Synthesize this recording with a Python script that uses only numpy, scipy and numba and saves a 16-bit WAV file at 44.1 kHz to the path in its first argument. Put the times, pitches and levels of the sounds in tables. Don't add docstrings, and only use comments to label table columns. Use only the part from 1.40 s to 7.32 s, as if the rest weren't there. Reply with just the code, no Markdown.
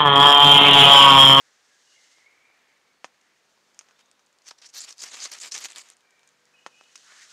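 import sys
import numpy as np
from scipy import signal
from scipy.fft import rfft, irfft
from scipy.io import wavfile
from scipy.ndimage import uniform_filter1d
from numba import njit

SR = 44100
rng = np.random.default_rng(int(sys.argv[2]) if len(sys.argv) > 2 else 0)


def file_out(sig):
    cols = np.atleast_2d(sig).T
    lim = np.clip(cols, -1, 1)
    pcm = np.round(lim * 32767).astype(np.int16)
    wavfile.write(sys.argv[1], SR, pcm)


N = 261072

# (centre [Hz], width [Hz], level [dB])
WOOD_MODES = [(970, 1210, 0), (1950, 460, -15), (260, 220, -13)]
# (centre [Hz], width [Hz], level [dB])
ROD_MODES = [(2320, 700, 2.5), (3400, 170, -11), (4640, 700, -15), (6370, 1350, 10.5), (7100, 700, 6),
             (8350, 420, 2)]


def undb(db):
    return 10 ** (np.asarray(db) / 20)


def unit(x):
    return x / np.sqrt(np.mean(x ** 2))


def unit_peak(x):
    return x / np.abs(x).max()


@njit
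def svf(x, hz, width):
    y = np.empty(len(x))
    band_state, low_state = 0., 0.
    for i in range(len(x)):
        g = np.tan(np.pi * hz[i] / SR)
        damping = width / hz[i]
        v = (band_state + g * (x[i] - low_state)) / (1 + g * (g + damping))
        band_state = 2 * v - band_state
        low_state += 2 * g * v
        y[i] = damping * v
    return y


def band(x, hz, width):
    centre = np.clip(hz + np.zeros(len(x)), 20, 19000)
    return svf(x + 1e-18, centre, 1. * width)


def body(x, modes):
    return sum((-1) ** k * undb(db) * band(x, hz, width) for k, (hz, width, db) in enumerate(modes))


def column(table, index):
    rows = np.array(table)
    return np.interp(np.arange(N) / SR, rows[:, 0], rows[:, index])


def walk(rate):
    hold = int(SR / rate)
    steps = np.repeat(rng.standard_normal(N // hold + 1), hold)
    slewed = uniform_filter1d(uniform_filter1d(steps, hold), hold)
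    return 1.3 * slewed[:N]


def coloured(x, spectrum):
    hz, db = np.transpose(spectrum)
    f = np.arange(1, N // 2 + 2) * SR / N
    gain = undb(np.interp(np.log(f), np.log(hz), db))
    return unit(irfft(rfft(x) * gain, N))


def grit(spread_db, chatter_db, rate, count):
    size = undb(spread_db * rng.exponential(size=N) + chatter_db * walk(rate))
    return size * rng.standard_normal((count, N))


def add(out, s, x):
    i = int(s * SR)
    out[i:i + len(x)] += x[:N - i]


def shaded(x):
    x = signal.sosfilt(signal.butter(3, 8600, fs=SR, output="sos"), x)
    return signal.sosfilt(signal.butter(2, 260, "high", fs=SR, output="sos"), x)


def trees():
    # (frequency [Hz], relative level [dB])
    hush_spectrum = [(15, -50), (25, -4), (48, -17.5), (101, -8), (140, -6), (199, -6.5), (246, -1.5),
                     (340, -0.5), (434, 1.5), (1540, 1), (1860, -0.5), (4760, -7), (6580, -15), (8160, -15),
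                     (15600, -24.5)]
    level_db, swell_db, swells_per_s = -67.5, .6, 2.3
    swelling = undb(level_db + swell_db * walk(swells_per_s))
    return swelling * coloured(rng.standard_normal(N), hush_spectrum)


def engine():
    # (time [s], firing rate [Hz], level [dB])
    motor_course = [(.8, 49.5, -94), (1.8, 51, -87.5), (2.8, 53.2, -83.5), (3.5, 53.57, -98),
                    (4.6, 47.9, -85), (5.2, 49.7, -81.5), (5.9, 50.16, -84.5)]
    # (multiple of the firing rate, relative level [dB])
    motor_orders = [(3, -4.5), (4, -2.5), (5, -3.5), (10, 1.5), (11, -19)]
    phase = 2 * np.pi * np.cumsum(column(motor_course, index=1)) / SR
    lines = sum(undb(db + 2.3 * walk(2.88)) * np.sin(int(k) * phase) for k, db in motor_orders)
    return undb(column(motor_course, index=2)) * lines


def birds():
    # (start [s], length [s], first pitch [Hz], last pitch [Hz], level before fade and echo [dB])
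    notes = [(0.284, .1, 1680, 1640, -71.5), (0.462, 0.12, 2950, 2850, -69.5),
             (0.554, 0.1, 2160, 1990, -66), (0.687, .05, 1940, 2110, -71), (0.727, 0.11, 2120, 2140, -71),
             (0.813, 0.08, 1986, 2300, -61), (0.906, 0.25, 2304, 2300, -67.5), (1.13, .27, 1755, 1740, -75),
             (1.27, 0.11, 2200, 2300, -74), (1.45, 0.089, 2240, 2200, -77), (1.43, 0.15, 4380, 4450, -79),
             (2.521, .2, 3550, 3760, -76), (4.6, .3, 1560, 1570, -74.5), (4.611, 0.29, 2280, 2350, -72),
             (4.646, 0.26, 1880, 1880, -78), (5.13, 0.085, 2530, 2500, -66),
             (5.151, 0.089, 2880, 2930, -66.5), (5.293, 0.24, 2914, 2940, -68.5),
             (5.32, .1, 2470, 2570, -64)]
    fade_db_per_s, echo_db, waver = 17, -1.5, .012
    out = np.zeros(N)
    for s, length, first_hz, last_hz, db in notes:
        t = np.arange(int(length * SR)) / SR
        glide_hz = first_hz + (last_hz - first_hz) * t / length
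        hz = glide_hz * (1 + waver * walk(22.5)[:len(t)])
        noise = rng.standard_normal(N // 10)[:len(t)]
        blur = unit(band(band(noise, hz, 60), hz, 140))
        add(out, s, blur * undb(db - fade_db_per_s * t) * signal.windows.tukey(len(t), .25))
    t = np.arange(12000) / SR
    trunks = rng.standard_normal(len(t)) * np.exp(-t / 0.24)
    echo = signal.fftconvolve(out, trunks / np.linalg.norm(trunks))[:N]
    return out + undb(echo_db) * echo


def sleeves():
    # (time [s], rustle level [dB], swish level [dB], swish centre [Hz])
    cloth_course = [(0.0, -66.5, -69, 1670), (0.2, -67.5, -70, 1870), (0.5, -63, -72, 1750),
                    (0.76, -63, -71.5, 1920), (0.88, -71.5, -70, 2010), (1.26, -74.5, -69, 1860),
                    (1.55, -74.5, -79, 1950), (1.9, -73.5, -70, 1860), (2.2, -71.5, -86, 1670),
                    (2.5, -72.5, -68.5, 1490), (2.75, -75, -88.5, 1370), (4.4, -72, -85, 1690),
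                    (4.55, -74.5, -80, 1700), (5.18, -71, -72, 1650), (5.31, -67, -77, 1540),
                    (5.5, -63.5, -68.5, 1690), (5.6, -57.5, -69, 1590), (5.69, -57, -56.5, 1560),
                    (5.79, -53.5, -54.5, 1800), (5.92, -54.5, -63.5, 1720)]
    # (frequency [Hz], relative level [dB])
    cloth_spectrum = [(1470, -62), (2500, -4.5), (2880, -1.5), (4040, 0.5), (5300, 1.5), (6500, 3),
                      (7200, 0), (8680, -7.5), (15000, -33.5)]
    rub, fold = grit(1.6, 1.13, 60, count=2)
    swish_hz = column(cloth_course, index=3) * (1 + 0.047 * walk(20))
    swish = unit(band(band(fold, swish_hz, 680), swish_hz, 1900))
    rustle = coloured(rub, cloth_spectrum)
    return undb(column(cloth_course, index=1)) * rustle + undb(column(cloth_course, index=2)) * swish


def ticks():
    # (time [s], tick peak [dB], tick centre [Hz], rod ring relative to the tick [dB])
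    touches = [(1.812, -46, 6300, -5), (2.3455, -44, 6420, -6), (2.391, -22, 6240, -5.5),
               (2.4674, -57, 4450, -11), (2.6574, -57, 3870, 5), (2.714, -38.5, 7100, -22),
               (2.863, -47.5, 7200, -11), (2.868, -53, 4500, -13), (2.928, -52.5, 6720, -14),
               (2.9867, -44.5, 4230, -15), (3.019, -47, 4900, -6), (3.217, -40, 5620, -10),
               (3.4082, -27.5, 7060, -17), (3.447, -30.5, 7360, -18), (3.4917, -24.5, 5370, -8),
               (3.5258, -30, 5850, -26), (3.5813, -34, 6000, -20), (3.622, -27, 7050, -11),
               (3.7416, -27, 5600, -24), (3.754, -27, 6830, -13), (3.7684, -39, 6840, -10),
               (3.9168, -26, 5000, -18), (3.937, -22.5, 7050, -34), (4.0015, -27, 7200, -11),
               (4.035, -24, 4770, -18), (4.12, -26, 4790, -3), (4.1412, -18.5, 6800, -3),
               (4.1633, -26, 6600, -16), (4.1792, -19.5, 6200, -32), (4.187, -21.5, 6320, -16),
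               (4.2409, -21, 7300, -27), (4.2463, -18.5, 6000, -4), (4.2851, -32.5, 3350, -11),
               (4.3022, -34, 7380, -24), (4.313, -33, 6860, -16), (4.3312, -34, 3360, -14),
               (4.36, -26, 3970, -35), (4.3826, -24, 6950, -12), (4.4019, -38, 7040, -14),
               (4.4174, -46, 4020, -22), (4.4697, -39, 6350, -8), (4.4878, -35, 6290, -8),
               (4.5012, -29.5, 8700, -22), (4.5124, -45, 8350, -18), (4.568, -40, 7900, -16),
               (4.607, -48.5, 3460, -8), (4.707, -47, 6710, -7), (4.7938, -49, 3680, -16),
               (4.875, -40.5, 8200, -8), (4.89, -45, 6630, -14), (5.0546, -46, 6250, -13),
               (5.438, -46, 3570, -16), (5.556, -24.5, 6200, -2), (5.5776, -37.5, 5460, -15)]
    out, t = np.zeros(N), np.arange(3000) / SR
    for s, db, hz, ring_db in touches:
        noise = rng.standard_normal(len(t))
        burst = noise * np.exp(-t / 0.0013)
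        tick = band(band(burst, hz, .5 * hz), hz, 0.49 * hz)
        tick = tick + undb(-2.5) * band(burst, 6570, 7200)
        ring = body(noise * np.exp(-t / 0.004), ROD_MODES)
        add(out, s, undb(db) * (unit_peak(tick) + undb(ring_db) * unit_peak(ring)))
    return shaded(out)


def knocks():
    # (time [s], thud peak [dB], rod crack relative to the thud [dB])
    hits = [(0.784, -49, -2), (1.1, -50.5, -12), (1.6445, -22, -6), (2.177, -53, -15), (2.4108, -41.5, 1),
            (2.487, -47, 0.5), (2.51, -51, 4), (2.684, -54, -14), (2.794, -54, 5), (3.1125, -32, -27),
            (3.856, -30.5, -2), (4.832, -50, 2), (5.2636, -21.5, -10.5), (5.2693, -36, -17),
            (5.411, -38, -6), (5.722, -42.5, 0)]
    out, t = np.zeros(N), np.arange(4000) / SR
    push = -np.exp(-t / .0001)
    for s, db, bright_db in hits:
        rattle, crackle = rng.standard_normal((2, len(t)))
        thud = body(push + undb(-16.0) * rattle * np.exp(-t / 0.0069), WOOD_MODES)
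        crack = body(push + undb(-22) * crackle * np.exp(-t / 0.01), ROD_MODES)
        add(out, s, undb(db) * (unit_peak(thud) + undb(bright_db) * unit_peak(crack)))
    return shaded(out)


def strokes():
    # (start [s], rise [s], contact [s], level after the rise [dB], level at lift-off [dB],
    # ring of the free rod [Hz], wood share [dB], striker share [dB], spark fizz share [dB])
    stroke_rows = [(2.577, .014, 0.031, -65, -64, 5840, 0.5, -18, -33),
                   (3.031, 0.058, 0.06, -42.5, -45.5, 6100, -7.5, -4.5, -26),
                   (3.104, 0.01, 0.01, -40, -55.5, 6240, 0, 3.5, -34),
                   (3.17, 0.018, 0.019, -51.5, -55.5, 5240, -8, -15, -30),
                   (3.212, 0.0094, 0.048, -51.5, -44, 5600, -7.5, -16, -42),
                   (3.282, .01, 0.011, -46, -50.5, 6300, -9, -10, -32),
                   (3.322, 0.02, 0.063, -44.5, -38.5, 5840, -10.5, -5, -16),
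                   (3.401, 0.0047, 0.049, -42.5, -46.5, 6950, -3, -3, -24),
                   (3.46, 0.022, 0.066, -42.5, -48.5, 5600, -7, -31, -19),
                   (3.546, 0.066, 0.091, -42.5, -33.5, 6460, -8.5, -4.5, -19),
                   (3.64, 0.011, 0.075, -44.5, -50.5, 6750, -5.5, -8.5, -21),
                   (3.704, 0.014, 0.043, -42.5, -41, 5900, -3.5, -7.5, -23),
                   (3.755, .012, 0.034, -50.5, -48, 6800, -0.5, -8, -10),
                   (3.789, 0.014, .068, -42.5, -35, 6250, -7.5, -5, -17),
                   (3.863, 0.017, 0.036, -50, -51.5, 6860, -4, -20, -20),
                   (3.908, 0.011, 0.077, -37.5, -47, 6300, -5, -10, -19),
                   (3.99, 0.031, 0.085, -37.5, -38, 6740, -5.5, -5, -20),
                   (4.107, 0.01, 0.083, -39.5, -36.5, 5730, -6, -17, -30),
                   (4.195, 0.0098, .058, -43, -35, 6740, -7, -5, -18),
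                   (4.267, 0.039, 0.073, -46.5, -55, 6900, -2, -7, -16),
                   (4.34, 0.016, 0.075, -45.5, -47, 7050, -2.5, -4.5, -23),
                   (4.427, .01, 0.094, -58, -59.5, 6600, -2.5, -26, -15.5)]
    lift_s = 0.033
    climb_hz_per_s = 4300
    wood_gain_db_per_s, striker_fade_db_per_s = 19, 29
    power, weighted_hz = np.full((4, N), 1e-18), np.full(N, 6e-15)
    for s, rise, contact, top_db, end_db, hz, wood_db, striker_db, fizz_db in stroke_rows:
        t = np.arange(int((contact + lift_s) * SR)) / SR
        grip = np.clip(np.minimum(t / rise, (contact + lift_s - t) / lift_s), 0, 1) ** 2
        level = grip * undb(np.interp(t, [min(rise, contact), contact], [top_db, end_db]))
        along = t - contact / 2
        wood_share = wood_db + wood_gain_db_per_s * along
        striker_share = striker_db - striker_fade_db_per_s * along
        for row, db in zip(power, [0 * t, wood_share, striker_share, fizz_db + 0 * t]):
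            add(row, s, (level * undb(db)) ** 2)
        add(weighted_hz, s, level ** 2 * (hz + climb_hz_per_s * along))
    return (*np.sqrt(power), weighted_hz / power[0])


def scraping():
    log_hz, striker_hz = 320, 4600
    rod_gain, wood_gain, striker_gain, fizz_gain, ring_hz = strokes()
    on_rod, on_edge, on_plate, on_wood = grit(2.92, 2.07, 260, count=4)
    ring = band(on_rod, ring_hz * (1 + 0.064 * walk(40)), 1300)
    ring = unit(band(ring, ring_hz, 6900))
    broad = undb(-3) * unit(band(on_edge, 6700, 5000))
    plate_hz = striker_hz * (1 + 0.12 * walk(25.11))
    striker = unit(band(band(on_plate, plate_hz, 850), striker_hz, 2200))
    wood = unit(band(on_wood, 2260, 2900)) + undb(-16.5) * unit(body(on_wood, WOOD_MODES))
    sparks = grit(2.9, 7.1, 70, count=1)[0]
    fizz = unit(band(band(sparks, 11300, 4900), 13000, 7300))
    log = undb(-21.0) * unit(band(band(on_edge, log_hz, 350), log_hz, 810))
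    low_hz, low_width = ROD_MODES[0][0], ROD_MODES[0][1]
    low_ring = unit(band(band(on_rod, low_hz, low_width), low_hz, 2000))
    wood = unit(wood + undb(-12) * low_ring)

    def patchy(x):
        return x * undb(3.08 * walk(35))

    rod = unit(patchy(ring) + patchy(broad))
    handwork = rod_gain * rod + striker_gain * patchy(striker) + wood_gain * patchy(wood)
    return shaded(handwork) + fizz_gain * fizz + wood_gain * log


def scene():
    near = scraping() + knocks() + ticks()
    t = np.arange(4000) / SR
    ground = rng.standard_normal(len(t)) * np.exp(-t / 0.03)
    scatter = signal.fftconvolve(near, ground / np.linalg.norm(ground))[:N]
    near = near + undb(-18.5) * scatter
    return (near + birds() + sleeves() + engine() + trees())[None]


def record(dry):
    thin = signal.sosfilt(signal.butter(1, 40, "high", fs=SR, output="sos"), dry)
    return signal.sosfilt(signal.ellip(10, .2, 70, 15600, fs=SR, output="sos"), thin)


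dry = scene()
out = record(dry)
file_out(out)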